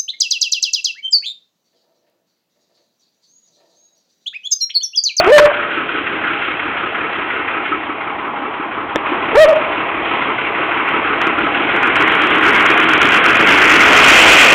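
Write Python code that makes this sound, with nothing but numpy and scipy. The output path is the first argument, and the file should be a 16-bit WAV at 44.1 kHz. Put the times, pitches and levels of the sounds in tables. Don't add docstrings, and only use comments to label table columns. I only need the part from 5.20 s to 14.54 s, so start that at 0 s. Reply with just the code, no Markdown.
import sys
import numpy as np
from scipy import signal
from scipy.fft import rfft, irfft
from scipy.io import wavfile
from scipy.ndimage import uniform_filter1d

SR = 44100
rng = np.random.default_rng(int(sys.argv[2]) if len(sys.argv) > 2 else 0)


def wav_out(sig):
    wavfile.write(sys.argv[1], SR, np.round(np.clip(np.atleast_2d(sig).T, -1, 1) * 32767).astype(np.int16))


def volts(x):
    e = np.asarray(x, float) / 20
    return 10 ** e


N = 411894
T = np.arange(N) / SR

# t/s, engine cycle rate f/Hz, unevenness of the cylinders (0-1)
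CRANK = [
    (0, 5.66, 1),
    (3.7, 5.665, 1),
    (3.85, 6.06, .75),
    (5.4, 6.05, .9),
    (6.25, 5.98, .9),
    (6.85, 8.55, .8),
    (8.2, 8.7, .75),
    (8.7, 8.7, .5),
    (9.34, 8.7, .4),
]
FIRST_TURN, CYLINDERS = .12, 6

# f/Hz, bandwidth/Hz, level/dB, ring-down of a firing/s
EXHAUST = [(103.4, 163.6, -8, 0.061), (320.93, 87.5, 0, 0.053), (430.2, 52, -6, 0.023),
           (297, 290, -0.5, 0.06)]
SUMP = [(812, 23, -5.5, 0.028), (1035, 230, 0.5, 0.02), (1143, 110, -6, 0.038), (923, 360, -2, 0.027)]
BLOCK = [(1418.8, 77, -6, 0.0089), (1488.5, 105.6, -5.5, 0.017), (1626, 127, -9, 0.0071),
         (1401.7, 577, 1.5, 0.036)]
TINWORK = [(2120, 198, -1, 0.0049), (2268, 140, -3, 0.021), (1912, 200, -1.5, 0.011),
           (2090, 700, -3.5, .01)]
FAN = [(2469.9, 110, -1, .012), (2683, 140, -2, 0.01), (3330, 910, -5.5, 0.036), (2830, 1626, 3, 0.03)]
GEARBOX = [(690, 113, -0.5, 0.024), (560, 260, 0, 0.023)]
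PUMP = [(1299.4, 59, 0, 0.028), (1223.2, 150, -6.5, 0.02)]

EXHAUST_HITS = [(0, 0, 6, 0, 0, 0), (0, -4, 14, 7, 4, -4), (0, 0, 4, 10, 0, 0), (0, 0, 6, 3, 0, -3)]
SUMP_HITS = [(0, 0, 4, 9, 0, 6), (4, 0, 0, 8, 0, 0), (0, 0, 9, 4, 0, 0), (4, 0, 4, 0, 0, 0)]
BLOCK_HITS = [(18, 9, 3, -3, -8, -6), (11, 4, 11, 6, -8, -6), (9, 8, 0, 4, -6, -6), (9, 5, 6, 4, -8, -6)]
TINWORK_HITS = [(18, 0, 5, 9, -5, -3), (4, 0, 11, 12, -3, -3), (8, 0, 0, 8, -3, 3), (8, 2, 5, 5, -6, -3)]
FAN_HITS = [(6, 0, 5, 0, -3, 0), (9, 0, 0, 9, -3, -3), (13, 10, 0, 4, -6, 5), (8, 4, 4, 3, -6, -3)]
GEARBOX_HITS = [(0, 0, 0, 0, 5, 15), (0, 0, 4, 0, 0, 5)]
PUMP_HITS = [(3, -4, 18, 12, -6, -6), (0, 0, 11, 10, -4, -4)]
STEADY, KNOCK = 1.5, 1.3
KNOCK_WIDTH_HZ, SWELL_S, LONGEST_RING_S = 110, .011, .02

# t/s, nearness level/dB, clear view of the upper parts level/dB, turn of the flank level/dB
APPROACH = [(0, 2.5, 2, 0.5), (.6, 0, 0.5, 4), (1.3, 0, 1.5, 2), (2, 0, -1, 1.5), (2.45, -1.5, 0.5, -0.5),
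            (2.7, -2, -3, -1.5), (3.3, -1, -5.5, -1.5), (3.7, -1, -6.5, -0.5), (4, 2, -0.5, -2.5),
            (4.701, 2, -1, -2.5), (5.6, 2.5, 0, -1.5), (6.2, 5.5, -1, 0), (6.85, 7, 1.5, 1),
            (7.5, 7, 3, 0.5), (8.1, 8, 3.5, 2), (8.55, 9, 6, 0), (8.95, 12, 10, -3.5), (9.34, 9.5, 10, -5)]
# level/dB, shares of nearness, of clear view and of turn (ratios)
PARTS = [
    (-28.5, 0.991, -0.04, -0.032),
    (-28, 0.83, -0.28, -1.2),
    (-26, 0.955, 0.63, 0.78),
    (-28.5, 0.922, 0.77, -0.243),
    (-28, 0.79, 1.046, -.1),
    (-34, 0.69, 0.6, -1.1),
    (-30, 0.13, 0.45, -0.17),
]
# t/s, level/dB
SHAKE = [(0, -2), (.7, -2.5), (1.35, 0.5), (1.7, -2), (2.4, 2), (3, 0.5), (3.65, -1.5), (4.7, -0.5),
         (5.7, 1.5), (6.35, -3), (6.85, 2.5), (7.05, -2), (7.3, 2), (8.1, -2.5), (8.5, 3.5), (8.72, -2),
         (9.34, 0)]
SHAKE_SHARES = (.1, 0.46, 0.2, 1.01, -0.15, -0.79, .1)
# t/s, level/dB
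JOLTS = [
    (3.86, 3.5),
    (4.93, 1),
    (6.01, 2.5),
    (6.35, 1),
    (6.77, 1.5),
    (7.82, 2.5),
    (8.285, 2.5),
    (8.51, 1.5),
]
JOLT_RISE_S, JOLT_SETTLE_S = 0.011, 0.085

# t/s, pitch f/Hz, level/dB
BARKS = [
    [(0, 640, 1), (.014, 690, -15.5), (.045, 690, -17), (.085, 643.5, -21)],
    [(.048, 327.3, -20), (.078, 385.3, -7.5), (.116, 525.2, -3.5), (.126, 593.3, 6), (.162, 602.2, 6.5),
     (.178, 581.3, 7.5), (.185, 560, -7), (.199, 544, -7.5), (.204, 520, -26)],
    [(4.13, 503.7, -12.5), (4.149, 390.4, -18.5), (4.155, 416.3, -8), (4.167, 450, -5.5), (4.177, 579.2, 2),
     (4.218, 643.6, 6), (4.24, 621.6, 6.5), (4.255, 587, 3.5), (4.263, 560, -9)],
]
# hoarseness of break over start (ratio), overtones when clear level/dB,
# overtones gained when hoarse at the start level/dB, and at the break level/dB
VOICES = [(.6, -5.5, 1.5, 1.1), (3.9, -21, 19, 22), (1.5, -11.5, 12, 11)]
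CLEAR_DB, CLEAR_ROUGH, ROUGH_PER_DB = 6, .04, 0.03
START_ROUGH = .28
# f/Hz, bandwidth/Hz, level/dB
THROAT = [(600, 180, -6.5), (1035, 1400, -17.5), (1820, 1600, -29.5)]
# delay t/s, then level/dB for each bark, as the dog turns its head
WALLS = [(.074, -9.5, -8.5, -8.5), (.083, -19, -16, -27), (.118, -13.5, -15, -17.5), (.147, -18, -26, -21),
         (.225, -25, -29.5, -30), (.3, -30.5, -37, -33.5)]

# t/s, peak level/dB
CLUNK = [
    (3.759, -2),
]
# f/Hz, level/dB, decay by 60 dB t/s
CLUNK_MODES = [(312, -5, 0.038), (520, 3, 0.017), (923, -7, 0.031), (1740, -7, 0.027), (2310, -10.5, 0.013),
               (3555, -2, 0.013)]

# f/Hz, level/dB
CHANNEL = [(20, -4), (60, -4), (200, -2.5), (300, 0.5), (3200, 1), (3600, -9), (4000, -15.5), (4250, -23.5),
           (4500, -40.5), (4600, -62), (4700, -97)]
KNEE, CEILING = .67, .71


def unit(x):
    return x / np.sqrt(np.mean(x ** 2))


def band(x, hz, width):
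    return signal.lfilter(*signal.iirpeak(hz, hz / width, SR), x)


def walk(rate):
    k = int(SR / rate)
    held = np.repeat(rng.standard_normal(N // k + 1), k)
    return 1.5 * uniform_filter1d(uniform_filter1d(held, k), k)[:N]


def shaken(modes, hits, turns, uneven, scatter_db, flicker_db):
    firing = (turns * CYLINDERS).astype(int)
    starts = np.diff(firing, prepend=firing[0])
    out = 0
    for (hz, width, db, ring), hit_db in zip(modes, np.array(hits)):
        ring = min(ring, LONGEST_RING_S)
        size_db = scatter_db * rng.standard_normal(firing[-1] + 1)[firing]
        blows = starts * volts(size_db + uneven * hit_db[firing % CYLINDERS])
        decay = signal.lfilter([1], [1, -np.exp(-1 / (ring * SR))], blows)
        burst = STEADY + uniform_filter1d(decay, size=int(SWELL_S * SR))
        sharpness = min(KNOCK_WIDTH_HZ / width, 1) ** 2
        struck = KNOCK * sharpness * np.sqrt(ring * SR) * band(blows, hz, width)
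        delay = int(rng.random() * SWELL_S * SR)
        drive = np.roll(burst * rng.standard_normal(N) + struck, delay)
        ringing = unit(band(band(drive, hz, width), hz, 2 * width))
        out = out + volts(db + flicker_db * walk(8.1)) * ringing
    return unit(out)


def tractor():
    s, cycle_hz, uneven = np.transpose(CRANK)
    turns = FIRST_TURN + np.cumsum(np.interp(T, s, cycle_hz)) / SR
    uneven = np.interp(T, s, uneven)
    s, *path_db = np.transpose(APPROACH)
    path_db = np.array([np.interp(T, s, c) for c in path_db])
    shake_db = np.interp(T, *np.transpose(SHAKE))
    jolt_db = np.zeros(N)
    for at, db in JOLTS:
        rise = np.clip((T - at) / JOLT_RISE_S + 1, 0, 1)
        jolt_db += db * rise * np.exp(-np.maximum(T - at, 0) / JOLT_SETTLE_S)
    parts = ((EXHAUST, EXHAUST_HITS), (SUMP, SUMP_HITS), (BLOCK, BLOCK_HITS), (TINWORK, TINWORK_HITS),
             (FAN, FAN_HITS), (GEARBOX, GEARBOX_HITS), (PUMP, PUMP_HITS))
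    out = np.zeros(N)
    for (db, *shares), loose, (modes, hits) in zip(PARTS, SHAKE_SHARES, parts):
        gain = volts(db + np.dot(shares, path_db) + loose * shake_db)
        out += gain * shaken(modes, hits, turns, uneven, scatter_db=1.5, flicker_db=1.26)
    return volts(jolt_db) * out


def throat(hz):
    return sum(volts(db) / (1 + (2 * (hz - centre) / width) ** 2) for centre, width, db in THROAT)


def dog():
    out = np.zeros(N)
    pitch_tremble, level_tremble = walk(300), walk(200)
    breath = unit(band(rng.standard_normal(N), 1050, 300)) + unit(band(rng.standard_normal(N), 1700, 500))
    tail = rng.standard_normal(SR // 2) * np.exp(-np.log(1000) * T[:SR // 2] / 0.92)
    for j, bark in enumerate(BARKS):
        s, hz, db = np.transpose(bark)
        breaking, clear_db, start_db, break_db = VOICES[j]
        a, b = max(int(s[0] * SR), 0), int(s[-1] * SR)
        falling = T[a:b] > s[np.argmax(db)]
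        hz, db = (np.interp(T[a:b], s, c) for c in (hz, db))

        weakness_db = np.maximum(CLEAR_DB - db, 0)
        rough = CLEAR_ROUGH + ROUGH_PER_DB * np.where(falling, breaking, 1) * weakness_db
        rough = np.clip(rough, 0, np.where(falling, 1, START_ROUGH))
        over_db = clear_db + np.where(falling, break_db, start_db) * np.sqrt(rough)

        phase = 2 * np.pi * np.cumsum(hz * (1 + .12 * rough * pitch_tremble[:b - a])) / SR
        overtones = sum(throat(k * hz) / throat(hz) * np.sin(k * phase + 0.67 * k) for k in range(2, 6))
        tone = np.sin(phase) + volts(over_db) * overtones
        hoarse = np.where(falling, .9, .15) * rough ** 2 * breath[:b - a]
        voice = np.zeros(SR)
        voice[:b - a] = volts(db + 3.6 * rough * level_tremble[:b - a]) * (tone + hoarse)

        dull = band(voice, 900, 1500)
        echoes = sum(volts(wall[1 + j]) * np.roll(dull, int(wall[0] * SR)) for wall in WALLS)
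        reverberation = volts(-53.5) * signal.fftconvolve(dull, tail)[:SR]
        out[a:a + SR] += voice + echoes + reverberation
    return out


def clunk():
    out = np.zeros(N)
    t = T[:SR // 10]
    for s, peak_db in CLUNK:
        for lag, bounce_db in ((0, 0), (.006, -8.5)):
            blow = np.zeros(len(t))
            for hz, db, t60 in CLUNK_MODES:
                decay = np.exp(-np.log(1000) * t / t60)
                blow += volts(db) * np.sin(2 * np.pi * hz * t + 6 * rng.random()) * decay
            i = int((s + lag) * SR)
            out[i:i + len(t)] += volts(peak_db + bounce_db - 1.5) * blow
    return out


def scene():
    return (tractor() + dog() + clunk())[None]


def top_cut(x):
    return signal.sosfilt(signal.butter(12, 15935, fs=SR, output="sos"), x)


def record(dry):
    hz, db = np.transpose(CHANNEL)
    bins = np.maximum(np.arange(N // 2 + 1) * SR / N, 1)
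    response_db = np.interp(np.log(bins), np.log(hz), db, right=-140)
    narrow = irfft(rfft(dry) * volts(response_db), N)
    under = np.clip(narrow, -KNEE, KNEE)
    room = CEILING - KNEE
    squared = under + room * np.tanh((narrow - under) / room)
    finished = signal.lfilter(*signal.butter(1, 7, "high", fs=SR), squared)
    return top_cut(finished)


dry = scene()
out = record(dry)
wav_out(out)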